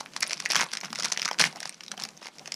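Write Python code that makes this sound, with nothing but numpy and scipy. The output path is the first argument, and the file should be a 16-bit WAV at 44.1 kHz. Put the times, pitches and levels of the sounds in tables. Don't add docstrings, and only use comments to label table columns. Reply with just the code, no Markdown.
import sys
import numpy as np
from scipy import signal
from scipy.fft import rfft, irfft
from scipy.io import wavfile
from scipy.ndimage import map_coordinates

SR = 44100
rng = np.random.default_rng(int(sys.argv[2]) if len(sys.argv) > 2 else 0)


def inscribe(sig):
    pcm = np.round(np.clip(np.atleast_2d(sig).T, -1, 1) * 32767)
    wavfile.write(sys.argv[1], SR, pcm.astype(np.int16))


def volts(x):
    e = np.asarray(x, float) / 20
    return 10 ** e


N = 112454


def unit(x):
    return x / np.sqrt(np.mean(x ** 2) + 1e-20)


def along(points, hz):
    f, v = np.transpose(points)
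    return np.interp(np.log(hz + 1), np.log(f + 1), v)


def coloured(x, points, size=8192):
    level_db = along(points, np.fft.rfftfreq(size, 1 / SR)).clip(-120)
    cepstrum = irfft(level_db * np.log(10) / 20, size)
    cepstrum[1:size // 2] *= 2
    cepstrum[size // 2 + 1:] = 0
    ring = irfft(np.exp(rfft(cepstrum)), size)[:min(size // 2, x.shape[-1])]
    ring = ring.reshape([1] * (x.ndim - 1) + [-1])
    return signal.fftconvolve(x, ring, axes=-1)[..., :x.shape[-1]]


def noise():
    return rng.standard_normal(N)


def wobble(knots_per_s):
    return map_coordinates(rng.standard_normal(1000), [np.arange(N) * knots_per_s / SR])


def placed(start_s, shapes):
    first = np.round(start_s * SR).astype(int).clip(0)
    at = first[:, None] + np.arange(shapes.shape[1])
    return np.bincount(at.ravel(), shapes.ravel(), N + SR)[:N]


def rings(hz, cycles, size):
    turns = np.arange(size) / SR * hz.clip(600, SR / 2.4)[:, None]
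    return np.sin(2 * np.pi * turns) * volts(-turns * 60 / cycles) * (1 - np.exp(-1.5 * turns))


# start in seconds, hold in seconds, rustle in dB, rumble in dB.
STROKES = [(0, 0.0056, -40.5, -47), (0.135, 0.11, -51, -55), (0.218, 0.15, -45.5, -58.5),
           (0.39, 0.07, -46, -62), (0.493, 0.059, -36.5, -57), (0.561, 0.057, -30.5, -40.5),
           (0.654, 0.054, -45.5, -73), (0.728, 0.025, -34, -54.5), (0.83, 0.037, -40, -49.5),
           (0.896, 0.026, -54, -43.5), (0.969, 0.11, -39, -52), (1.022, 0.03, -31.5, -46.5),
           (1.085, 0.16, -47.5, -59), (1.394, 0.019, -21.5, -36), (1.427, 0.041, -31, -41),
           (1.481, 0.22, -48.5, -57.5), (1.905, 0.023, -66, -53), (1.972, 0.098, -48, -54),
           (2.215, 0.061, -48, -62), (2.446, 0.063, -59, -82)]


def strokes(column, attack_s, t60_s):
    rows = np.array(STROKES)
    since_s = np.arange(N) / SR - rows[:, :1]
    rise = np.clip(since_s / attack_s + 0.5, 0, 1)
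    release_s = np.clip(since_s - rows[:, 1:2], 0, None)
    level = volts(rows[:, column, None]) * rise * volts(-60 * release_s / t60_s)
    return np.sqrt((level ** 2).sum(axis=0))


# frequency in Hz, level in dB per Hz.
FOIL = [(180, -39.5), (300, -7.5), (2060, -13.5), (3570, -9), (5520, -7.5), (7970, -10.5), (10600, -8),
        (13600, -32.5), (16400, -38)]


def rustle(count=4500, size=300):
    when, luck = rng.random((count, 2)).T
    hz = 3530 * np.exp(0.63 * rng.standard_normal(count))
    clumps_db = 3 * wobble(40.16) + 3 * wobble(150)
    size_db = -3.5 * np.log(1 - luck) + clumps_db[(when * N).astype(int)]
    size_gain = volts(np.minimum(size_db, 12))[:, None]
    start_s = when * N / SR
    ticks = placed(start_s, size_gain * rings(hz, 9.4, size))
    clicks = placed(start_s, size_gain * rng.standard_normal((count, 24)))
    sheen = volts(-16 + clumps_db) * noise()
    swarm = unit(ticks) + 0.32 * unit(clicks) + sheen
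    force = strokes(2, attack_s=0.0021, t60_s=0.053)
    idle = volts(-55.5 - 3)
    return np.hypot(force, idle) * unit(coloured(swarm, FOIL))


# frequency in Hz, level in dB per Hz.
TABLE = [(150, 3), (220, 6), (330, -13), (1500, -29.5)]


def rumble():
    lumps = volts(0.88 * wobble(27.5))
    return strokes(3, attack_s=0.016, t60_s=0.15) * unit(lumps * coloured(noise(), TABLE))


# frequency in Hz, level in dB per Hz.
HUSH = [(30, 8), (160, 0), (300, -4.5), (3500, -19.5), (6000, -14.5), (15000, -32)]


def hush():
    return volts(-54.5 + 3.5 * wobble(8.8)) * unit(coloured(noise(), HUSH))


# start in seconds, crack in dB, pop in dB, pop pitch in Hz.
PINCHING = [
    (0.0082, -21.5, -24.5, 900),
    (0.0605, -34.5, -25.5, 2430),
    (0.1358, -29.5, -32, 2920),
    (0.1638, -27, -19.5, 1090),
    (0.2268, -8, -20, 1990),
    (0.2318, -10, -12.5, 2020),
    (0.3087, -18.5, -20, 2200),
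    (0.4014, -17, -24.5, 2360),
    (0.4593, -15.5, -12.5, 1910),
]
PULLING = [(0.505, -14, -20, 3060), (0.5101, -13, -17, 1980), (0.5192, -12, -16, 2860),
           (0.5338, -16, -19, 1250), (0.5477, -15, -14, 2170), (0.5565, -12, -14, 1490),
           (0.5634, -10, -10, 2280), (0.5733, -14, -20, 3340), (0.5925, -16, -15, 2860),
           (0.6027, -23, -14, 2090), (0.6085, -11, -15, 1460), (0.614, -17, -14, 1010),
           (0.6247, -18, -17, 1980), (0.6321, -21, -18, 900), (0.717, -24, -29, 3100),
           (0.7344, -15, -21, 2260), (0.7522, -19, -25, 1510), (0.7717, -17, -20, 2890),
           (0.8373, -30, -26, 2170), (0.8557, -25, -27, 1080)]
GRIPPING = [(0.9044, -30, -33, 3300), (0.9293, -20.5, -21, 1090), (0.9566, -19.5, -23, 3040),
            (0.98, -28, -28, 1690), (0.9871, -19.5, -32, 1220), (1.0058, -19.5, -24.5, 1620),
            (1.0243, -16, -34, 2160), (1.0336, -16, -27, 2840), (1.1631, -50, -26, 2030),
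            (1.1746, -14, -15.5, 2900), (1.196, -20, -17, 3170), (1.2267, -31, -22.5, 3000),
            (1.2606, -39, -20.5, 1310), (1.2787, -20, -17, 2160), (1.288, -17.5, -17, 1470),
            (1.313, -19, -15.5, 915), (1.3442, -31, -27, 1530)]
RIPPING = [
    (1.3876, -15.5, -16, 3130),
    (1.3963, -13, -12.5, 2800),
    (1.4024, -8.5, -9.5, 1530),
    (1.413, -5, -13, 3080),
    (1.4221, -12, -11, 2020),
    (1.4398, -13, -4.5, 2090),
    (1.6296, -20.5, -22.5, 2780),
    (1.6556, -19, -24, 800),
]
TURNING = [
    (1.8075, -28, -27.5, 2840),
    (1.916, -17, -25, 1440),
    (1.9775, -29.5, -30, 3440),
    (1.999, -22.5, -31.5, 1410),
    (2.2571, -25.5, -29.5, 880),
    (2.2695, -26.5, -26, 2800),
    (2.4586, -26.5, -30, 2740),
]
# start in seconds,
# crack in dB, pop in dB, pop pitch in Hz.
FURTHER_SNAPS = [(0.1645, -15.5, -28, 1520), (0.2239, -20, -18, 1970), (0.2967, -20, -29, 2510),
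                 (0.3165, -21, -24, 2030), (0.556, -7, -11, 1120), (0.597, -22, -11.5, 1870),
                 (0.6398, -22, -32, 1010), (0.736, -19, -25, 1450), (0.784, -30, -29, 1990),
                 (0.8335, -30, -25, 1000), (0.8452, -33, -20, 2640), (0.867, -51, -41, 2500),
                 (0.882, -39, -33.5, 1190), (1.383, -35, -34, 1500), (1.409, -14, -14, 2430),
                 (1.447, -21, -22, 1980), (1.452, -16, -30, 2480), (1.454, -22, -25, 1780),
                 (1.925, -54, -37, 1370), (1.9395, -51, -32.5, 800), (1.976, -44, -39, 700),
                 (1.993, -35, -30.5, 990), (2.0045, -30, -41, 1500), (2.0545, -30, -31, 3000),
                 (2.228, -33, -34, 990), (2.2415, -35, -45, 1500), (2.2472, -35, -46, 2000),
                 (2.28, -33, -48, 1520), (2.285, -34, -35, 810), (2.479, -51, -33, 670)]
# start in seconds, crack in dB.
THIN = [(0.0046, -24.5), (0.174, -28.5), (0.208, -22), (0.266, -24), (0.2722, -23.5), (0.3322, -7.5),
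        (0.3718, -27), (0.3782, -25.5), (0.4232, -25), (0.4495, -33), (0.4543, -19), (0.492, -36),
        (0.5021, -12), (0.583, -23), (0.7245, -39), (0.8114, -21), (0.8486, -22.5),
        (0.9504, -25), (0.997, -23), (0.9995, -15), (1.045, -13.5), (1.0487, -10.5), (1.0558, -23),
               (1.0564, -15.5), (1.084, -23.5), (1.1006, -26), (1.1195, -13), (1.123, -9), (1.1405, -34),
               (1.1457, -34), (1.1754, -39), (1.209, -31), (1.2184, -9), (1.2496, -15), (1.2553, -11),
               (1.331, -22), (1.465, -18.5),
        (1.527, -30), (1.5588, -28), (1.5698, -31), (1.6042, -20), (1.675, -27), (1.6946, -20),
             (1.726, -33), (1.7438, -31.5), (1.8356, -27.5), (1.8637, -31), (1.8809, -28), (2.0147, -27),
             (2.0214, -21), (2.039, -21), (2.0514, -20), (2.0886, -26.5), (2.1752, -35), (2.3846, -30),
             (2.3945, -27), (2.4756, -23), (2.5209, -15), (2.542, -23.5)]


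def creases():
    thin = np.array(THIN)
    thin = [(s, db, db - 9.0, 2400) for s, db in thin]
    return np.concatenate([PINCHING, PULLING, GRIPPING, RIPPING, TURNING, FURTHER_SNAPS, thin]).T


def with_ticks(s, crack_db, pop_db, hz, count=5):
    shape = (len(s), count)
    late_s = rng.standard_exponential(shape) * 0.006 + 0.001224
    late_s[:, 0] *= -0.32
    weak_db = (-21.5 + 8 * rng.standard_normal(shape)).clip(None, -12)
    bend = np.exp(0.32 * rng.standard_normal(shape))
    s = np.append(s, s[:, None] + late_s)
    crack_db = np.append(crack_db, crack_db[:, None] + weak_db)
    pop_db = np.append(pop_db, pop_db[:, None] + weak_db)
    return s, crack_db, pop_db, np.append(hz, hz[:, None] * bend).clip(650)


# frequency in Hz, level in dB.
BRIGHT = [(2400, -20.5), (5500, 2.5), (7500, -13), (11000, -20.5), (16000, -85)]


def cracks(white, luck, rise, fall):
    burst = unit(coloured(white, BRIGHT)) * fall
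    hz = 5300 * np.exp(0.18 * np.tanh(luck))
    return burst + 0.22 * rise * rings(hz, 14, white.shape[1])


def pops(white, hz, fall, rise_s):
    dull = unit(coloured(white, [(400, -42), (800, -4), (2500, 4.5), (4500, -25.5)]))
    cycles = np.minimum(0.007 * hz[:, None], 9)
    ring = np.roll(rings(hz, cycles, white.shape[1]), round(rise_s * SR), axis=1)
    return ring + volts(-1) * dull * fall


def peaked(x):
    return x / np.abs(x).max(axis=1, keepdims=True)


def snaps(size=700):
    s, crack_db, pop_db, hz = with_ticks(*creases())
    rise_s, t = 0.0006, np.arange(size) / SR
    white = rng.standard_normal((2, len(s), size))
    luck = rng.standard_normal((len(s), 2))
    t60_s = 0.0065 * np.exp(0.3 * luck[:, :1])
    rise = 1 - np.exp(-t / rise_s)
    fall = rise ** 2 * volts(-60 * t / t60_s)
    crack = volts(crack_db)[:, None] * peaked(cracks(white[0], luck[:, 1], rise, fall))
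    pop = volts(pop_db)[:, None] * peaked(pops(white[1], hz, fall, rise_s))
    return placed(s - rise_s, crack + pop)


# start in seconds, level in dB, pitch in Hz.
SPARKS = [(0.056, -36, 10200), (0.2058, -13.5, 10350), (0.2776, -15.5, 9550), (0.49, -23, 9150),
          (0.805, -23, 6600), (1.397, -14, 10000), (1.97, -32, 5000), (2.169, -33, 5570),
          (0.5105, -10, 4850), (0.519, -15, 10500), (0.5634, -6.5, 3200), (0.642, -25, 10600),
          (0.814, -25, 5900), (0.904, -29, 3430), (1.2187, -14, 4800), (1.3125, -17.5, 3230),
          (1.603, -20, 8350), (1.694, -16, 8750), (1.838, -25, 5350), (1.882, -24.5, 3870),
          (1.9781, -26, 3150), (2.037, -10, 5300), (2.175, -26, 6140), (2.542, -16, 5200)]


def sparks(count=10, size=300):
    s, db, hz = np.transpose(SPARKS)
    rough = 1 + 0.23 * np.resize(rng.standard_normal((count, size)), (len(s), size))
    return placed(s, volts(db)[:, None] * rough * rings(hz, 30, size))


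# middle in seconds, half length in seconds, level in dB.
RUBS = [
    (0.81, 0.063, -55.5),
    (1.525, 0.073, -52.5),
    (2.01, 0.12, -54),
    (2.394, .04, -54),
]
# frequency in Hz, level in dB per Hz.
SKIN = [(250, -12), (800, 4), (2200, -27)]


def rubbing():
    middle_s, half_s, db = np.array(RUBS).T[..., None]
    away = (np.arange(N) / SR - middle_s) / half_s
    swell = (volts(db) * np.exp(-away ** 4)).sum(axis=0)
    return swell * unit(volts(7.3 * wobble(70)) * coloured(noise(), SKIN))


ROOM_T60 = [(500, 0.27), (10000, 0.041)]


def room(x, count=8):
    wet = np.zeros(N + SR)
    for part in np.array_split(np.arange(N), count):
        hz, t, z = signal.stft(rng.standard_normal(SR // 2), SR, nperseg=256)
        decay = volts(-60 * t / along(ROOM_T60, hz)[:, None])
        tail = signal.istft(z * decay, SR, nperseg=256)[1]
        heard = signal.fftconvolve(x[part], tail / np.linalg.norm(tail))
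        wet[part[0] + 130:][:len(heard)] += heard
    return wet[:N]


def scene():
    foil = rustle() + sparks() + snaps()
    return (foil + volts(-15) * room(foil) + rumble() + hush() + rubbing())[None]


# frequency in Hz, level in dB.
MIC = [(106, -27), (122, -15), (150, 2), (15100, -3), (15400, -34), (16600, -31)]


def microphone(x):
    return coloured(x, MIC)


def top_cut(x):
    return signal.sosfilt(signal.butter(12, 16520, fs=SR, output="sos"), x)


def record(dry):
    heard = microphone(dry)
    return top_cut(heard)


dry = scene()
out = record(dry)
inscribe(out)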